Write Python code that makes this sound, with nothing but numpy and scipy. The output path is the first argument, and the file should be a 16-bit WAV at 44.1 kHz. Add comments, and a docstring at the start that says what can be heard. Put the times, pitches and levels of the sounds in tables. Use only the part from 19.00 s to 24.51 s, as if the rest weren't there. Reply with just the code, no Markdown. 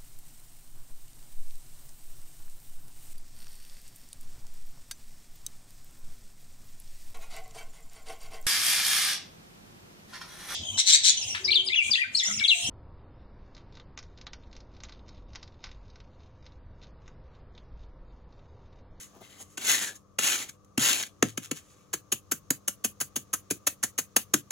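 """A steel trowel works a heap of wet concrete in a shallow trench outdoors: gritty strokes spread it, built from
dense random ticks, coloured by sand, grit and steel. Between and after them the flat blade pats, at last about
six times a second: noise bursts spit, smack and knock, a falling sine thuds, and low modes ring in the base.
Stones click, paste fizzes off the steel, and the trench answers with short echoes made of decaying noise.
Behind lie noisy outdoor air and the hum of a far machine; a close pair of microphone ports picks it all up."""
import sys
import numpy as np
from scipy import signal
from scipy.fft import rfft, irfft, next_fast_len
from scipy.io import wavfile
from scipy.ndimage import uniform_filter1d, map_coordinates

SR = 44100
rng = np.random.default_rng(int(sys.argv[2]) if len(sys.argv) > 2 else 0)


def transcribe(u):
    """Save the signal u as a 16-bit wav file named by the first command-line argument.

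    u: samples, shape (n,) or (channels, n), limited to [-1, 1]; the rate is SR.
    q: integer samples, one column per channel.
    """
    v = np.clip(np.atleast_2d(u).T, -1, 1)
    q = np.round(v * 32767).astype(np.int16)
    wavfile.write(sys.argv[1], SR, q)


N = 242991

# The blade spreads the heap: start_s, rise_s (time to full speed), length_s (rise included),
# level_db (relative peak), rise_db (swell up to the peak), wedge_hz (air wedge at full speed)
STROKE_MOVES = [(0.592, 0.11, 0.16, -21.5, 25, 2020), (0.781, 0.044, 0.11, -34, 3.5, 1893),
                (1.198, 0.073, 0.23, -24.5, 7.5, 2630), (1.794, 0.063, .22, -21, 10, 2890)]
# Fine sand ticking on steel: freq_hz, density_db (relative, per Hz)
SAND_SPECTRUM = [(3000, -30.5), (5000, -11), (6200, 0), (7200, 0), (8800, -3), (10500, -6), (12500, -9),
                 (15500, -15)]
# Coarser grit rasping on steel: freq_hz, density_db (relative, per Hz)
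GRIT_SPECTRUM = [(500, -32.5), (900, -10), (1300, -4.5), (1900, -2.5), (3300, -0.5), (4200, -0.5),
                 (5500, -7), (8000, -31)]


def amp(db):
    """Decibels to gain."""
    return 10 ** (np.asarray(db) / 20)


def unit(x):
    """Scale to rms 1."""
    return x / np.sqrt(np.mean(x ** 2) + 1e-20)


def along(points, hz):
    """Interpolate (Hz, value) points on a log frequency axis."""
    f, v = np.transpose(points)
    return np.interp(np.log(hz + 1), np.log(f + 1), v)


def wobble(rate):
    """A smooth random curve, rate knots a second."""
    knots = rng.standard_normal(int(N * rate / SR) + 4)
    fine = np.arange(0, len(knots) - 1, 1 / 10)
    curve = map_coordinates(knots, [fine])
    return np.interp(np.arange(N) * rate / SR, fine, curve)


def filtered(x, response):
    """x times a complex response of frequency."""
    n = x.shape[-1]
    m = next_fast_len(n + 4096)
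    return irfft(rfft(x, m) * response(np.fft.rfftfreq(m, 1 / SR)), m)[..., :n]


def causal(x, gain):
    """x through the minimum-phase filter of a gain over frequency: nothing sounds before its cause."""
    def response(f):
        cepstrum = irfft(np.log(np.abs(gain(f)) + 1e-6))
        half = len(cepstrum) // 2
        folded = np.r_[cepstrum[0], 2 * cepstrum[1:half]]
        return np.exp(rfft(folded, len(cepstrum)))
    return filtered(x, response)


def resonance(f, hz, width):
    """Response of one damped mode, 1 at its centre."""
    return 1j * f * width / (hz * hz - f * f + 1j * f * width)


def blade(f, ring_db=-5):
    """The damped steel plate adds its modes to whatever touches it."""
    # Modes of the plate: mode_hz, width_hz, level_db (relative)
    plate_modes = [(1560, 400, 2), (2650, 150, -3.5), (3030, 900, 2), (6700, 550, 0), (12190, 150, -25)]
    ring = sum(amp(db) * resonance(f, hz, width) for hz, width, db in plate_modes)
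    return 1 + amp(ring_db) * ring


def coloured(x, spectrum):
    """x with the given spectrum and the colour of the blade, rms 1."""
    return unit(causal(x, lambda f: amp(along(spectrum, f)) * blade(f)))


def crackle(n, rate, spread_db):
    """Random ticks, rate a second on average, a few larger than the rest; rms 1."""
    size = amp(spread_db * np.minimum(rng.exponential(size=n), 3.5))
    return unit((rng.random(n) < rate / SR) * rng.choice([-1, 1], n) * size)


def strokes():
    """Sand and grit tick under the sliding blade, which catches and slips on the gravel."""
    # Low drag of the heap: freq_hz, density_db (relative, per Hz)
    drag_spectrum = [(60, -24.5), (140, -10.5), (270, -0.5), (450, -4.5), (620, -5), (800, -4.5),
                     (1100, -11.5), (2000, -26)]
    sand, grit, drag = contact()
    catch = amp(1.1 * wobble(50) + 1.1 * wobble(300))  # slow and fast unevenness
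    gravel = crackle(N, rate=600, spread_db=2.6)  # shared by all three layers

    def grains(rate):
        return crackle(N, rate, spread_db=2) + .4 * gravel

    fine = amp(-1.0) * sand * coloured(grains(12000), SAND_SPECTRUM)
    rasp = shifting(coloured(grains(5000), GRIT_SPECTRUM), patchy_db=1.6, wedge_db=8.5)
    coarse = amp(1.5) * grit * rasp
    heap = amp(-2.5) * drag * coloured(grains(2500), drag_spectrum)
    return catch * (fine + coarse + heap)


def contact():
    """Gains of sand, grit and drag: all follow stroke effort; brushes add sand and grit, scuffs add drag."""
    # The blade brushes the surface lightly or flicks off it:
    # middle_s, length_s, sand_db (relative), grit_db (relative)
    brushes = [(0.016, 0.078, -43.5, -54.5), (0.242, 0.029, -56, -56), (0.324, 0.15, -56.5, -58.5),
               (0.414, 0.035, -44, -58), (0.526, 0.074, -59, -70.5), (0.962, 0.022, -50.5, -64.5),
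               (1.496, 0.013, -39, -45.5), (2.036, 0.011, -41, -38), (2.068, 0.0093, -43.5, -52),
               (2.703, 0.3, -65.5, -70.5)]
    # The kneeling worker shifts with a soft scuff: middle_s, length_s, level_db (relative)
    scuffs = [(0.167, 0.05, -52), (0.219, 0.019, -46), (0.318, 0.25, -62.5), (0.412, 0.034, -52)]
    slowing_db_per_s, lift_db_per_s = 84, 429.5  # the arm slows, then the blade lifts
    grit_db = -4.5  # against sand
    usual_stroke_db, drag_db, drag_growth = -27, -42.5, 0.6  # growth: drag dB per dB of effort
    effort = sum(amp(db) * gesture(s, rise_s, length, rise_db, slowing_db_per_s, lift_db_per_s)
                 for s, rise_s, length, db, rise_db, _ in STROKE_MOVES)
    sand, grit = effort, amp(grit_db) * effort
    for s, length, brush_sand_db, brush_grit_db in brushes:
        touch = hump(s, length)
        sand = sand + amp(brush_sand_db) * touch
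        grit = grit + amp(brush_grit_db) * touch
    drag = amp(drag_db) * (effort / amp(usual_stroke_db)) ** drag_growth
    scuffing = sum(amp(db) * hump(s, length) for s, length, db in scuffs)
    return sand, grit, drag + scuffing


def gesture(start, rise_s, length, rise_db, fade_db_per_s, release_db_per_s):
    """Gain that swells to 1, fades slowly until its length is up, and is then released."""
    age = np.arange(N) / SR - start
    rising = rise_db * np.clip(1 - age / rise_s, 0, 1)
    fading = fade_db_per_s * np.maximum(np.minimum(age, length) - rise_s, 0)
    released = release_db_per_s * np.maximum(age - length, 0)
    onset = np.exp(np.minimum(age, 0) / 0.0019)
    return amp(-rising - fading - released) * onset


def hump(middle, length):
    """Gain of one brief, rounded touch."""
    edge = 1.6  # the higher, the more abruptly it starts and stops
    return np.exp(-np.abs((np.arange(N) / SR - middle) / (length / 2)) ** edge)


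def shifting(x, patchy_db, wedge_db):
    """The contact patch wanders, so the colour flickers; the air wedge under the blade adds a moving resonance."""
    hz, t, z = signal.stft(x, SR, nperseg=512)
    noise = rng.standard_normal(z.shape)
    field = uniform_filter1d(uniform_filter1d(noise, 4, 0), 4, 1)  # smooth over pitch, then time
    centre = wedge_pitch(t)
    depth = (2300 / centre) ** 2  # a long, low wedge rings more strongly
    wedge = depth * np.abs(resonance(hz[:, None], centre, 170)) ** 2
    colour = amp(patchy_db * unit(field) + wedge_db * wedge)
    return unit(signal.istft(z * colour, SR, nperseg=512)[1][:N])


def wedge_pitch(t):
    """In each stroke the note of the air wedge sinks as the blade flattens, and stays there until the next."""
    fall_oct_per_s = 2.0
    centre = np.full(len(t), float(STROKE_MOVES[0][-1]))
    for s, rise_s, length, _, _, hz in STROKE_MOVES:
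        past_peak = np.minimum(t - s, length) - rise_s
        centre = np.where(t > s, hz * 2 ** (-fall_oct_per_s * past_peak), centre)
    return centre


def pats():
    """Every landing of the blade slaps the paste, thuds in the heap and shakes the base."""
    # The blade lands: touch_s, settle_s (time to lie flat), slap_db (relative), gap_hz (air gap),
    # thud_db (relative), thud_hz (nominal, before the glide)
    landings = [(0.5728, 0.006, -39, 2720, -53.5, 290), (1.1865, .0036, -27.5, 2860, -56.5, 235.2),
                (1.4825, 0.0072, -59.5, 2830, -64, 214.3), (1.7768, 0.0027, -30, 2810, -29.5, 254),
                (2.2261, 0.001, -23.5, 2030, -25.5, 257), (2.3745, 0.0029, -36, 2350, -40, 262),
                (2.5124, .0027, -35, 2570, -38, 258.5), (2.9306, 0.0081, -34.5, 1577, -45.5, 355),
                (3.119, .0063, -30.5, 2910, -44, 364.7), (3.3139, 0.0062, -32.5, 1510, -40.5, 280),
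                (3.505, .0021, -31.5, 1347, -37, 282.7), (3.6775, 0.0052, -34, 2880, -48.5, 293),
                (3.8408, 0.008, -32.5, 2900, -44, 275.5), (4.0024, .011, -35, 1390, -47, 277),
                (4.1582, 0.0065, -36, 2880, -46, 272), (4.3309, 0.0075, -33, 1250, -50.5, 348),
                (4.503, 0.0079, -34.5, 2400, -36, 309.6), (4.6673, 0.0057, -29, 2670, -49.5, 308.4),
                (4.829, .0088, -31.5, 1810, -45, 273), (4.9792, .01, -32.5, 1660, -48, 256.8),
                (5.1634, .0034, -25, 2590, -44, 232.9), (5.3378, 0.0031, -24.5, 1620, -30.5, 323),
                (5.5066, .0048, -33, 1550, -59, 282)]
    # Patting moves on to wetter paste, then back: time_s, wetness (-1 to 1, no unit)
    wetness_curve = [(2.2, -1), (2.5, -0.6), (2.95, 0.32), (3.5, 0.99), (4.5, 0.73), (5.15, 0.7),
                     (5.4, 0.1)]
    usual_slap_db, usual_thud_db = -33.5, -44  # an ordinary pat
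    spit_usual_db, spit_growth = -29, 0.88  # growth: dB per dB of slap
    knock_usual_db, knock_growth, knock_per_thud = -43, 1.31, .12  # dB per dB of slap and of thud
    ground_usual_db, ground_growth = -54, 0.8  # growth: dB per dB of thud
    wet_spit_db, sizzle_usual_db, wet_sizzle_db = 4, -2, 4  # wetter paste spits more, and finer
    burst_s, usual_settle_s, burst_power = .0025, .006, 0.6  # a tilted landing draws the burst out
    out, lead = np.zeros(N + SR), SR // 50
    t = np.arange(-lead, SR // 8) / SR  # 0 where the blade lies flat
    for s, settle, slap_db, gap_hz, thud_db, thud_hz in landings:
        at = round((s + settle) * SR)
        half = burst_s * (abs(settle) / usual_settle_s) ** burst_power
        faster, firmer = slap_db - usual_slap_db, thud_db - usual_thud_db
        wetness = np.interp(s, *np.transpose(wetness_curve))
        spit_db = spit_usual_db + spit_growth * faster + wet_spit_db * wetness
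        sizzle_db = sizzle_usual_db + wet_sizzle_db * wetness
        knock_db = knock_usual_db + knock_growth * faster + knock_per_thud * firmer
        ground_db = ground_usual_db + ground_growth * firmer
        hit = slap(t, settle, half, spit_db, sizzle_db, slap_db, gap_hz, knock_db)
        out[at - lead:][:len(t)] += hit + thud(t, half, thud_db, thud_hz)
        base = ground(ground_db)
        out[at:][:len(base)] += base
    return out[:N]


def slap(t, settle, half, spit_db, sizzle_db, smack_db, gap_hz, knock_db):
    """The edge touches, the gap closes and paste and air squirt out: a burst of milliseconds, then a wet fizz."""
    # Spray of paste: freq_hz, density_db (relative, per Hz)
    spit_spectrum = [(2500, -43.5), (4500, -16.5), (5500, -14), (6300, -2), (8200, -6.5), (10000, -7),
                     (13000, -9.5), (15500, -13.5)]
    # Air squeezed from the gap: freq_hz, density_db (relative, per Hz)
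    smack_spectrum = [(600, -26.5), (1000, -1), (1500, -1), (2700, -1.5), (4000, -4), (5500, -6.5),
                      (9000, -34.5)]
    # Low knock of the landing: freq_hz, density_db (relative, per Hz)
    knock_spectrum = [(90, -45), (150, -18), (220, 2), (330, -3.5), (480, 0), (580, 0), (750, -1.5),
                      (1050, -10), (1300, -4.5), (2500, -38.5)]
    swell = (t / (1.64 * half)) ** 2
    decay = np.abs(t) / (2.15 * half)
    burst = np.exp(-np.where(t < 0, swell, decay))
    # the edge's first touch, held until the blade lies flat
    touch = 0.41 * np.exp(np.minimum(t + settle - .0005, 0) / 0.00054) * (t < 0)
    fizz = amp(-20.5) * (t > 0) * amp(-60 * np.abs(t) / 0.11)
    wet = np.maximum(burst, touch) + fizz

    def squirt(shape):
        return shape * crackle(len(t), rate=15000, spread_db=0.7)

    # wetter paste sprays finer: a treble tilt
    spray = filtered(squirt(wet), lambda f: amp(sizzle_db * along([(7500, 0), (13000, 1)], f)))
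    gap = filtered(squirt(wet), lambda f: 1 + resonance(f, gap_hz, 450))
    spit = amp(spit_db - 8.0) * coloured(spray, spit_spectrum)
    smack = amp(smack_db - 10.0) * coloured(gap, smack_spectrum)
    knock = amp(knock_db - 8.5) * coloured(squirt(burst + fizz), knock_spectrum)
    return spit + smack + knock


def thud(t, half, db, hz):
    """The blade's note drops as the heap loads it; a firm press rings longer."""
    age = np.maximum(t + 0.66 * half, 0)
    fast_drop = 1 + 2 * np.exp(-age / 0.0022)
    slow_drop = .86 + 0.192 * np.exp(-age / 0.0087)
    pitch = hz * fast_drop * slow_drop
    t60 = 0.028 * amp(0.038 * (db + 35))
    swell = (1 - np.exp(-age / 0.011)) ** 2
    note = np.sin(2 * np.pi * np.cumsum(pitch) / SR)
    return amp(db - 5.5) * unit(note * swell * amp(-60 * age / t60))


def ground(db):
    """The packed base under the heap rings in a few low modes, varied at random for each pat."""
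    # Modes of the packed base: mode_hz (nominal), level_db (relative), t60_s
    base_modes = [(103.8, -9.5, 0.42), (136.5, -2, 0.17), (192, 6.5, 0.069)]
    age = np.arange(SR // 3) / SR
    base = np.zeros(len(age))
    for hz, mode_db, t60 in base_modes:
        decay = amp(mode_db + rng.normal(0, 4.7) - 60 * age / t60)
        base += decay * np.sin(2 * np.pi * hz * rng.normal(1, 0.085) * age)
    swell = 1 - np.exp(-age / 0.0032)
    return amp(db - 6.0) * unit(base * swell)


def stones():
    """Single stones click against the steel: decaying noise snaps with the colours of sand and grit."""
    # A stone snaps out from under the edge: time_s, level_db (relative)
    snaps = [(0.717, -17), (1.2761, -23), (1.647, -54.5), (1.9299, -19.5), (2.0273, -24)]
    out, t = np.zeros(N + SR), np.arange(SR // 50) / SR
    for s, db in snaps:
        snap = rng.standard_normal(len(t)) * amp(-60 * t / 0.016)
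        click = coloured(snap, SAND_SPECTRUM) + amp(-9.0) * coloured(snap, GRIT_SPECTRUM)
        out[round(s * SR):][:len(t)] += amp(db - 12.5) * click
    return out[:N]


def peels():
    """Wet paste fizzes as it lets go of the steel: crackle that swells, then dies fast."""
    # The blade peels off after a firm press: let_go_s, level_db (relative)
    releases = [(2.298, -37), (2.452, -35.5), (2.58, -36)]
    swell_s, swell_db, let_go_db_per_s = 0.03, 5.5, 563
    level = sum(amp(db) * gesture(s - swell_s, swell_s, swell_s, swell_db, 0, let_go_db_per_s)
                for s, db in releases)
    fizz = crackle(N, rate=2400, spread_db=5.0)
    fine = amp(-9.0) * coloured(fizz, SAND_SPECTRUM)
    coarse = amp(-12.5) * coloured(fizz, GRIT_SPECTRUM)
    return level * (fine + coarse)


def walls(x):
    """Blocks beside the heap scatter the treble with opposite sign into each port, in a drifting pattern."""
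    t = np.arange(SR // 200) / SR
    treble = signal.sosfilt(signal.butter(2, 900, "high", fs=SR, output="sos"), x)
    side = np.zeros(N)
    for scatter in rng.standard_normal((4, len(t))) * np.exp(-t / .0015):
        scattered = signal.oaconvolve(treble, scatter / np.linalg.norm(scatter))[:N]
        side += wobble(9) * scattered / 2
    return np.array([side, -side])


def trench(x):
    """Earth walls and blocks answer briefly: decaying noise echoes, drawn afresh each sixth of a second."""
    # Decay of the trench before the walls end: freq_hz, t60_s
    trench_decay = [(100, 0.23), (300, 0.26), (1000, 0.11), (3000, 0.25), (7000, 0.19), (15000, 0.28)]
    out, step = np.zeros((2, N + SR)), SR // 6
    for start in range(0, N, step):
        hz, t, z = signal.stft(rng.standard_normal((2, SR // 4)), SR, nperseg=256)
        reach = 1 - 0.8 / (1 + np.exp(-(t - .068) / .004))  # beyond the last walls lies open ground
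        near = 1 + 0.47 * np.exp(-t / 0.011)  # the blocks right beside the heap
        decay = amp(-60 * t / along(trench_decay, hz)[:, None])
        tail = signal.istft(z * near * reach * decay, SR, nperseg=256)[1]
        tail = tail + .2 * tail[::-1]  # the close ports share part of each echo
        tail = tail / np.linalg.norm(tail[0])
        echo = signal.fftconvolve(x[None, start:start + step], tail, axes=1)
        out[:, start + round(.002 * SR):][:, :echo.shape[1]] += echo
    return out[:, :N]


def site():
    """Outdoor air as shaped noise, with the unsteady hum (sines) and whine (narrow noise) of a far machine."""
    # Outdoor air: freq_hz, density_db (relative, per Hz)
    air_spectrum = [(25, -28), (50, -2), (110, 1.5), (160, -2.5), (260, -9.5), (480, -6.5), (850, -19),
                    (1400, -21.5), (2000, -29.5), (5000, -29.5), (6600, -21.5), (7600, -32), (11000, -36.5),
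                    (15500, -40)]
    # The background hiss sinks and swells: time_s, gain_db
    hiss_curve = [(0, 9), (1.05, -2), (1.7, -1), (2.2, 2.5), (2.9, 2), (5.5, 5)]
    # Tones of the far machine: tone_hz, level_db (relative)
    hum_tones = [(96.9, -68.5), (199.2, -67.5), (296.1, -73), (500.6, -77), (1034, -86), (1082, -83),
                 (1179, -86.5), (1281, -81)]
    t = np.arange(N) / SR
    noise = rng.standard_normal((2, N)) + .6 * rng.standard_normal(N)  # partly common to both ports
    air_level = amp(-61.0 + 0.73 * wobble(0.96))
    air = air_level * unit(filtered(noise, lambda f: amp(along(air_spectrum, f))))
    rumble = filtered(air, lambda f: 1 / (1 + (f / 1400) ** 4))
    hiss = (air - rumble) * amp(np.interp(t, *np.transpose(hiss_curve)))
    hum = np.zeros(N)
    for hz, db in hum_tones:
        level = amp(db + 2.5 + 1.6 * wobble(2.1))
        hum += level * np.sin(2 * np.pi * hz * t + .5 * wobble(5.7))
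    whine = amp(-70) * unit(filtered(rng.standard_normal(N), lambda f: resonance(f, 1170, 150) ** 2))
    return rumble + hiss + hum + whine


def scene():
    """The trowel, its echoes and the site around it."""
    sliding = strokes() + stones() + peels()
    patting = pats()
    scattered = walls(amp(-12) * sliding + amp(-17) * patting)
    tilted = amp(-10) * sliding  # the tilted blade throws more sound at the walls
    echoes = trench(tilted + amp(-11.5) * patting)
    return sliding + patting + scattered + echoes + site()


def record(dry):
    """The recorder's body shades and delays one port against the other; a steep band limit cuts the top."""
    # Level between the two microphone ports: freq_hz, left_minus_right_db
    port_balance = [(100, 3.7), (260, 0.7), (480, -0.1), (780, 9.1), (1300, 7.8), (2000, 9.3), (3300, 7.5),
                    (4500, -1.1), (5550, -7.2), (6400, -0.4), (7700, 1.8), (9000, 0.4)]
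    # Phase between the two ports: freq_hz, left_lead_rad
    port_phase = [(700, 0.1), (1300, -0.7), (1900, -0.2), (2600, 1.8), (4000, 0.6), (5300, 1.9),
                  (6300, 0.1), (7500, -1.5), (8550, -3.2), (10800, -6.2), (12000, -7.5), (13550, -9.5),
                  (15500, -12.3)]
    top_hz = 15900

    def ports(f):
        side = np.array([[.5], [-.5]])
        gain = amp(side * along(port_balance, f))
        phase = np.interp(f, *np.transpose(port_phase))
        even_power = gain / np.sqrt(np.mean(gain ** 2, axis=0))
        return even_power * np.exp(1j * side * phase)

    return filtered(filtered(dry, ports), lambda f: 1 / np.sqrt(1 + (f / top_hz) ** 160))


dry = scene()
out = record(dry)
transcribe(out)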